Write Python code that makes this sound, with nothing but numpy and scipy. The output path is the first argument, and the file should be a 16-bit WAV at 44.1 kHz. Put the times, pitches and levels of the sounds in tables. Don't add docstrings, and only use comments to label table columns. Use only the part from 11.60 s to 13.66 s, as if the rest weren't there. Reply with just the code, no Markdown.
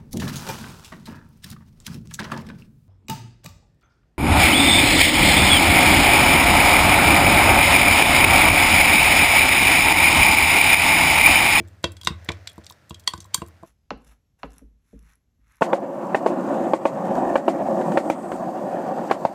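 import sys
import numpy as np
from scipy import signal
from scipy.fft import rfft, irfft
from scipy.io import wavfile
from scipy.ndimage import uniform_filter1d

SR = 44100
rng = np.random.default_rng(int(sys.argv[2]) if len(sys.argv) > 2 else 0)


def how_loud(loudness_db):
    steps = np.asarray(loudness_db, float) / 20
    return 10 ** steps


def dump(signal):
    limited = np.clip(np.atleast_2d(signal).T, -1, 1)
    pcm = np.round(limited * 32767).astype(np.int16)
    wavfile.write(sys.argv[1], SR, pcm)


N = 90801

# f/Hz, level/dB
AIR_COLOUR = [(15, -47.5), (25, -27), (87, 3.5), (256, -10.5), (1190, -17), (1370, -13), (3160, -25.5),
              (14800, -34), (16000, -56)]
# f/Hz, t60/s
KITCHEN_DECAY = [(150, 0.55), (500, 0.24), (2000, 0.26), (6000, 0.15), (14000, 0.19)]
# t/s, level/dB
NEAR_ECHOES = [(.0042, -20), (.009, -23)]

# t/s, level/dB, boom/dB, hollow/dB, softness/ms
THUMPS = [(-.004, -21, -12, -25.5, 0.71), (0.2417, -17.5, -13, -5, 0.38), (0.449, -39, -2, -22, 1.06),
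          (0.472, -24, -18, 7, 0.65), (0.505, -21.5, -9, -41, 0.98), (0.688, -21, -11.5, -10, 0.62),
          (0.703, -22, -42, -8, 0.052), (0.98, -34, -10, -8, 0.61), (1.107, -50.5, -15, 8.5, 0.67),
          (1.308, -30, -10, -7, 0.74), (1.477, -40.5, -15.5, 15, 0.38), (1.537, -30.5, -9.5, 3.5, 0.92),
          (1.581, -37, -10, -17, 0.98), (1.652, -65, 20.5, 16.5, 0.22), (1.746, -39.5, -20.5, 14, 0.55),
          (1.78, -30.5, -29.5, -27, 1.44), (1.819, -25.5, -11, -4.5, 0.39), (2.028, -40, -27, -46.5, 0.216),
          (2.034, -32.5, -23.5, -10, 0.08), (0.414, -57, -11, 3, 0.177), (.435, -59, -13, 8, 0.65)]
# f/Hz, level/dB, t60/s
TABLE_BOOM = [(75.6, -36, .3), (82.5, -7.5, 0.62), (97.9, -7.5, 0.61), (120.4, -24.5, 0.4),
              (171.3, -25.5, 0.75)]
# f/Hz, level/dB
TABLE_KNOCK = [(160, -10.5), (200, -6), (270, -20.5), (334, -1.5), (458, -4), (590, -6.5), (660, -2),
               (800, -15.5)]
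# f/Hz, level/dB, t60/s
JAR_HOLLOW = [(1020, 0, .028), (1075, -2, .028)]

# t/s, level/dB
STIR_EFFORT = [
    (0.0, -63.5),
    (0.33, -72.5),
    (0.67, -54.5),
    (0.969, -60),
    (1.14, -62.5),
    (1.379, -68),
    (1.71, -64.5),
    (1.78, -62),
    (2.06, -68),
]
# f/Hz, level/dB
PASTE_COLOUR = [(300, -12.5), (600, 11.5), (1000, -4.5), (1800, 6.5), (3000, -7), (6000, -7.5), (9000, -21)]
# t/s, length/ms, level/dB, colour f/Hz
SCRAPES = [(0.4111, 7.8, -53, 12630), (.433, 5.5, -53, 14000), (0.445, 3, -39, 12000),
           (.495, 6, -60, 14500), (0.645, 6.4, -50, 11000), (.895, 7, -50, 9000),
           (0.931, 2.3, -51.5, 11000), (.958, 3.7, -60, 14000), (.971, 2, -66, 13000),
           (.981, 5, -75, 14600), (1.0442, 3.5, -48, 5450), (1.058, 6.1, -60, 13000),
           (1.093, 11, -54, 13000), (1.104, 2.5, -50, 6000), (1.108, 6, -47, 14000),
           (1.294, 10, -50, 12000), (1.296, 8.8, -52, 6900), (1.344, 4.7, -60, 13500),
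           (1.394, 14, -55.5, 13000), (1.398, 8.8, -53, 6000), (1.4426, 3.6, -58, 12000),
           (1.463, 3.65, -56.5, 8000), (1.476, 30, -49.5, 11500), (1.536, 6.6, -61, 13500),
           (1.555, 25, -61.5, 11500), (1.604, 25, -51, 6000), (1.643, 22.5, -65, 13000),
           (1.731, 2.53, -63, 8100), (1.777, 3.5, -55, 7960), (1.874, 4.4, -52, 9500),
           (1.883, 4.2, -49, 13000)]
# t/s, f/Hz, level/dB, t60/s
STRUCK_PARTIALS = [(0.2408, 1497, -19.5, 0.028), (0.244, 2690, -29.5, 0.082), (0.245, 3323, -37, 0.034),
                   (.2415, 519, -20, 0.037), (.272, 4700, -46, 0.063), (0, 2320, -60, 0.22),
                   (.472, 1510, -19.5, 0.019), (0.471, 2770, -25, 0.046), (.472, 3680, -16.5, 0.0068),
                   (.472, 4760, -36, 0.092), (.472, 1995, -15.5, 0.014), (.505, 2621, -46, 0.099),
                   (.689, 2092, -19.5, 0.02), (.689, 3470, -19, 0.01), (0.687, 4360, -33.5, 0.02),
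                   (.7182, 2370, -36, 0.037), (0.8726, 1730, -42, 0.017), (0.8725, 4352, -35, 0.024),
                   (0.8724, 922, -45, 0.016), (0.89, 3365, -40, .04), (1.0675, 3730, -38.5, .015),
                   (1.0987, 3700, -40, 0.019), (1.3066, 2810, -43.5, 0.0376), (1.4752, 1990, -21.5, 0.021),
                   (1.4753, 4430, -15, 0.027), (1.4753, 8860, -18.5, 0.017), (1.5358, 1497, -37, 0.045),
                   (1.7435, 4470, -15, 0.021), (1.7445, 6010, -19, 0.014), (1.7454, 8970, -19, 0.035),
                   (1.777, 1590, -40, 0.045), (1.818, 2790, -38, 0.023), (1.8171, 7600, -41, 0.02)]

# t/s, level/dB, contact colour f/Hz, wall ring/dB, handle ring/dB
CLINKS = [(-.012, -35, 3600, -10, -57), (0.2412, -9, 3440, -14, -57), (.3676, -35, 4570, -13, -23),
          (.413, -35, 5000, -7, -23), (0.433, -33.5, 4570, -14, -19), (.472, -6.5, 3854, -29, -62),
          (0.689, -12, 2245, -41.5, -55.5), (0.7178, -26, 4200, -22, -50), (0.8731, -19, 4067, -32, -34),
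          (0.897, -45, 6100, -3, -34), (1.4753, -8, 4480, -11.5, -30.5), (1.5354, -24.5, 4610, -34.5, -33),
          (1.7439, -3, 8400, -23, -36), (1.8182, -31.5, 2910, -43.5, -24.5)]
# t/s, level/dB, colour f/Hz, wall ring/dB
TICKS = [(0.075, -47.5, 7000, -22), (0.083, -43.5, 9000, -25), (0.229, -43, 10000, -26),
         (0.319, -33.5, 10500, -30), (0.4488, -24, 6000, -32.5), (0.459, -31, 3800, -38),
         (0.6463, -39, 10300, -26), (.917, -45, 7140, -25.5), (.958, -53, 12000, -41),
         (0.9793, -41, 11000, -40), (1.0382, -45, 4200, -11), (1.057, -46, 10000, -29),
         (1.0654, -28.5, 4200, -53), (1.0985, -31.5, 4200, -48), (1.11, -49, 9360, -20.5),
         (1.1222, -37, 5400, -49.5), (1.2956, -36.5, 7000, -40.5), (1.3071, -32, 3300, -21),
         (1.3443, -30.5, 4000, -13.5), (1.396, -43, 6000, -13), (1.437, -51, 5000, -13),
         (1.577, -34, 5000, -39), (1.6032, -28, 6000, -40), (1.622, -44, 12100, -16.5),
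         (1.6432, -41, 5900, -29.5), (1.657, -44.5, 12000, -25), (1.777, -39.5, 6000, -5.5),
         (1.863, -44.5, 7600, -27), (1.883, -51, 9000, -35), (2.031, -49.5, 9000, -33.5)]
# f/Hz, level/dB
DAMPED_GLASS = [(1520, 1.5), (2050, -0.5), (2350, -4), (2750, -17), (3500, 3), (3800, 5), (4480, 2),
                (5300, -3.5), (6300, 1), (7550, 9), (8500, 1), (10300, -5), (11800, -3), (13100, -11)]
# f/Hz, level/dB, t60/s
RIM_GLASS = [(3300, 0, .07), (3360, -8, .05), (4590, -19, .08), (2700, -19, .08)]
# f/Hz, level/dB, t60/s
HANDLE = [(8990, -6, .16), (9070, 0, .04)]

AIR_DB, WET_DB = -61.5, -16
SHIFT, RISE_S = 0.015, 0.0004
SCATTER_DB = 1.5
KNOCK_T60_S, GLASS_T60_S = 0.065, 0.024
CLINK_S, TICK_S = 0.0019, 0.0012
SLIDE_S, SLIDE_DB = 0.0031, -24
SETTLE_S, SETTLE_DB, BLUR = 0.0101, -21.5, 0.5
COLOUR_Q, WIDE_SHARE = 0.65, 0.033
BODY_DB, LEAN_DB, SPOT_DB = -13.5, 6, 4
LOW_SHARE = 0.18
TICK_LOW_HZ = 2700
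GRIT_DB, GRIT_S, GRIT_PER_S = -32, 0.016, 79
GRAINS_PER_S, SCRAPE_Q, SCRAPE_FADE_DB = 5000, 1.5, -9
CEILING, EDGE_HZ = 0.8, 15500


def evened(x):
    return x / np.sqrt(np.mean(x ** 2) + 1e-20)


def read(points, hz):
    f, value = np.transpose(points)
    return np.interp(np.log(hz + 1), np.log(f + 1), value)


def add(mix, s, sound):
    at = round(s * SR)
    part = mix[max(at, 0):max(at + len(sound), 0)]
    part += sound[max(-at, 0):][:len(part)]


def peak(x, hz, q):
    b, a = signal.iirpeak(hz, q, SR)
    return signal.lfilter(b, a, x)


def passed(x, order, hz, kind):
    return signal.sosfilt(signal.butter(order, hz, kind, fs=SR, output="sos"), x)


def ring(modes, drive, scatter_db, shift=0):
    hz, db, t60 = np.transpose(modes)[:, :, None]
    t = np.arange(SR // 2) / SR
    level_chance, pitch_chance = rng.standard_normal((2, *hz.shape))
    decay = how_loud(db + scatter_db * level_chance - 60 * t / t60)
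    body = (decay * np.sin(2 * np.pi * hz * (1 + shift * pitch_chance) * t)).sum(0)
    swelling = body * (1 - np.exp(-t / RISE_S))
    return signal.fftconvolve(swelling, drive / np.linalg.norm(drive))[:len(t)]


def air():
    frames, hz = N // 256 + 5, np.fft.rfftfreq(1024, 1 / SR)
    a, b, patches = rng.standard_normal((frames, 513, 3)).T
    patches = uniform_filter1d(uniform_filter1d(patches, 12, 0), 14, 1)
    level_db = read(AIR_COLOUR, hz)[:, None] + 0.66 * evened(patches)
    noise = signal.istft((a + 1j * b) * how_loud(level_db), nperseg=1024, noverlap=768)[1][:N]
    return how_loud(AIR_DB) * evened(noise)


def kitchen(x):
    taps = np.zeros(SR // 2)
    at = np.arange(200, SR // 2 - 20, 20)
    taps[at + rng.integers(0, 20, len(at))] = rng.choice([-1., 1.], len(at))
    hz, t, z = signal.stft(taps, SR, nperseg=256)
    fade = how_loud(-60 * t / read(KITCHEN_DECAY, hz)[:, None])
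    tail = signal.istft(z * fade, SR, nperseg=256)[1]
    tail = how_loud(WET_DB) * tail / np.linalg.norm(tail)
    for s, db in NEAR_ECHOES:
        add(tail, s, how_loud([db]))
    return signal.fftconvolve(passed(x, 2, 200, "high"), tail)[:N]


def table():
    out, t = np.zeros(N), np.arange(400) / SR
    knock_modes = [(f, g, KNOCK_T60_S) for f, g in TABLE_KNOCK]
    for s, db, boom_db, hollow_db, soft_ms in THUMPS:
        push = np.exp(-((1000 * t - 2 * soft_ms) / soft_ms) ** 2)
        knock = 0.13 * ring(knock_modes, push, SCATTER_DB, SHIFT)
        boom = 0.14 * how_loud(boom_db) * ring(TABLE_BOOM, push, 1.0)
        hollow = 0.36 * ring(JAR_HOLLOW, np.hanning(16), 0.2, SHIFT)
        add(out, s - 0.0005, how_loud(db) * (knock + boom))
        add(out, s, how_loud(db + hollow_db) * hollow)
    return out


def paste():
    sizes = how_loud(2.0 * np.minimum(rng.exponential(1, N), 4))
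    grains = sizes * rng.standard_normal(N) * (rng.random(N) < 3000 / SR)
    colour = how_loud(read(PASTE_COLOUR, np.fft.rfftfreq(N, 1 / SR)))
    drag = irfft(rfft(grains) * colour, N)
    s, db = np.transpose(STIR_EFFORT)
    return how_loud(np.interp(np.arange(N) / SR, s, db) - 3) * evened(drag)


def scrapes():
    out, t = np.zeros(N), np.arange(2000) / SR
    for s, ms, db, colour_hz in SCRAPES:
        grains = rng.standard_normal(2000) * (0.11 + (rng.random(2000) < GRAINS_PER_S / SR))
        rub = evened(peak(peak(grains, colour_hz, SCRAPE_Q), colour_hz, SCRAPE_Q))
        u = 1000 * t / ms
        gate = np.clip(np.minimum(t / 0.00065, 4 * (1.25 - u)), 0, 1)
        add(out, s, how_loud(db + SCRAPE_FADE_DB * u) * gate * rub)
    return out


def struck_partials():
    out = np.zeros(N)
    for s, hz, db, t60 in STRUCK_PARTIALS:
        add(out, s, ring([(hz, db, t60), (0.73 * hz, db - 13.5, t60)], np.ones(1), 0))
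    return out


def chatter(decay_s):
    t = np.arange(SR // 10) / SR
    return rng.standard_normal(len(t)) * np.exp(-t / decay_s) * np.minimum(t / 0.0019, 1)


def contact(decay_s, colour_hz, wall_db, handle_db):
    burst = chatter(decay_s) + how_loud(SETTLE_DB) * chatter(SETTLE_S)
    peak_hz = min(colour_hz, SR / 3)
    snap = peak(peak(burst, peak_hz, COLOUR_Q), peak_hz, COLOUR_Q) + WIDE_SHARE * burst

    body_modes = []
    for f, db in DAMPED_GLASS + [(colour_hz, SPOT_DB)]:
        lean_db = LEAN_DB * abs(np.log2(f / colour_hz))
        body_modes.append((f, db - lean_db, GLASS_T60_S * np.sqrt(2000 / f)))
    out = how_loud(BODY_DB) * ring(body_modes, np.ones(1), SCATTER_DB, SHIFT)
    add(out, 0, 0.15 * snap / np.sqrt(np.mean(snap[:150] ** 2)))
    out = passed(out, 3, LOW_SHARE * colour_hz, "high")

    wobble = uniform_filter1d(rng.standard_normal(len(out)), size=200)
    flutter = 1 + BLUR * evened(uniform_filter1d(wobble, size=200))
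    wall = how_loud(wall_db) * ring(RIM_GLASS, np.ones(1), 0.37, SHIFT / 4)
    handle = how_loud(handle_db) * ring(HANDLE, np.ones(1), 0.5, SHIFT / 4)
    return out + flutter * (wall + handle)


def clinks():
    out = np.zeros(N)
    for s, db, *colour_and_rings in CLINKS:
        add(out, s, how_loud(db) * contact(CLINK_S, *colour_and_rings))
        slide = peak(chatter(SLIDE_S), 2500, 1.2)[::-1]
        add(out, s - len(slide) / SR, how_loud(db + SLIDE_DB) * slide)
    return out


def ticks():
    out, t = np.zeros(N), np.arange(2000) / SR
    for s, db, colour_hz, ring_db in TICKS:
        crushed = rng.standard_normal(2000) * (rng.random(2000) < GRIT_PER_S / SR)
        grit = how_loud(GRIT_DB) * np.exp(-t / GRIT_S) * crushed
        tick = contact(TICK_S, colour_hz, ring_db, ring_db - 24.5)[:6000]
        tick = passed(tick, 3, TICK_LOW_HZ, "high")
        add(out, s, how_loud(db) * signal.fftconvolve(tick, grit + (t == 0)))
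    return out


def scene():
    near = table() + paste() + scrapes() + struck_partials() + clinks() + ticks()
    return (near + kitchen(near) + air())[None]


def band_limit(x):
    return signal.sosfilt(signal.butter(12, 16560, fs=SR, output="sos"), x)


def record(dry):
    x = passed(dry, 5, 66, "high")
    x = x + 0.42 * passed(x, 2, 9500, "low")
    x = CEILING * np.tanh(x / CEILING)
    band = signal.firwin(63, EDGE_HZ, window=("kaiser", 7), fs=SR)
    mix = signal.oaconvolve(x, band[None], "same")
    return band_limit(mix)


dry = scene()
out = record(dry)
dump(out)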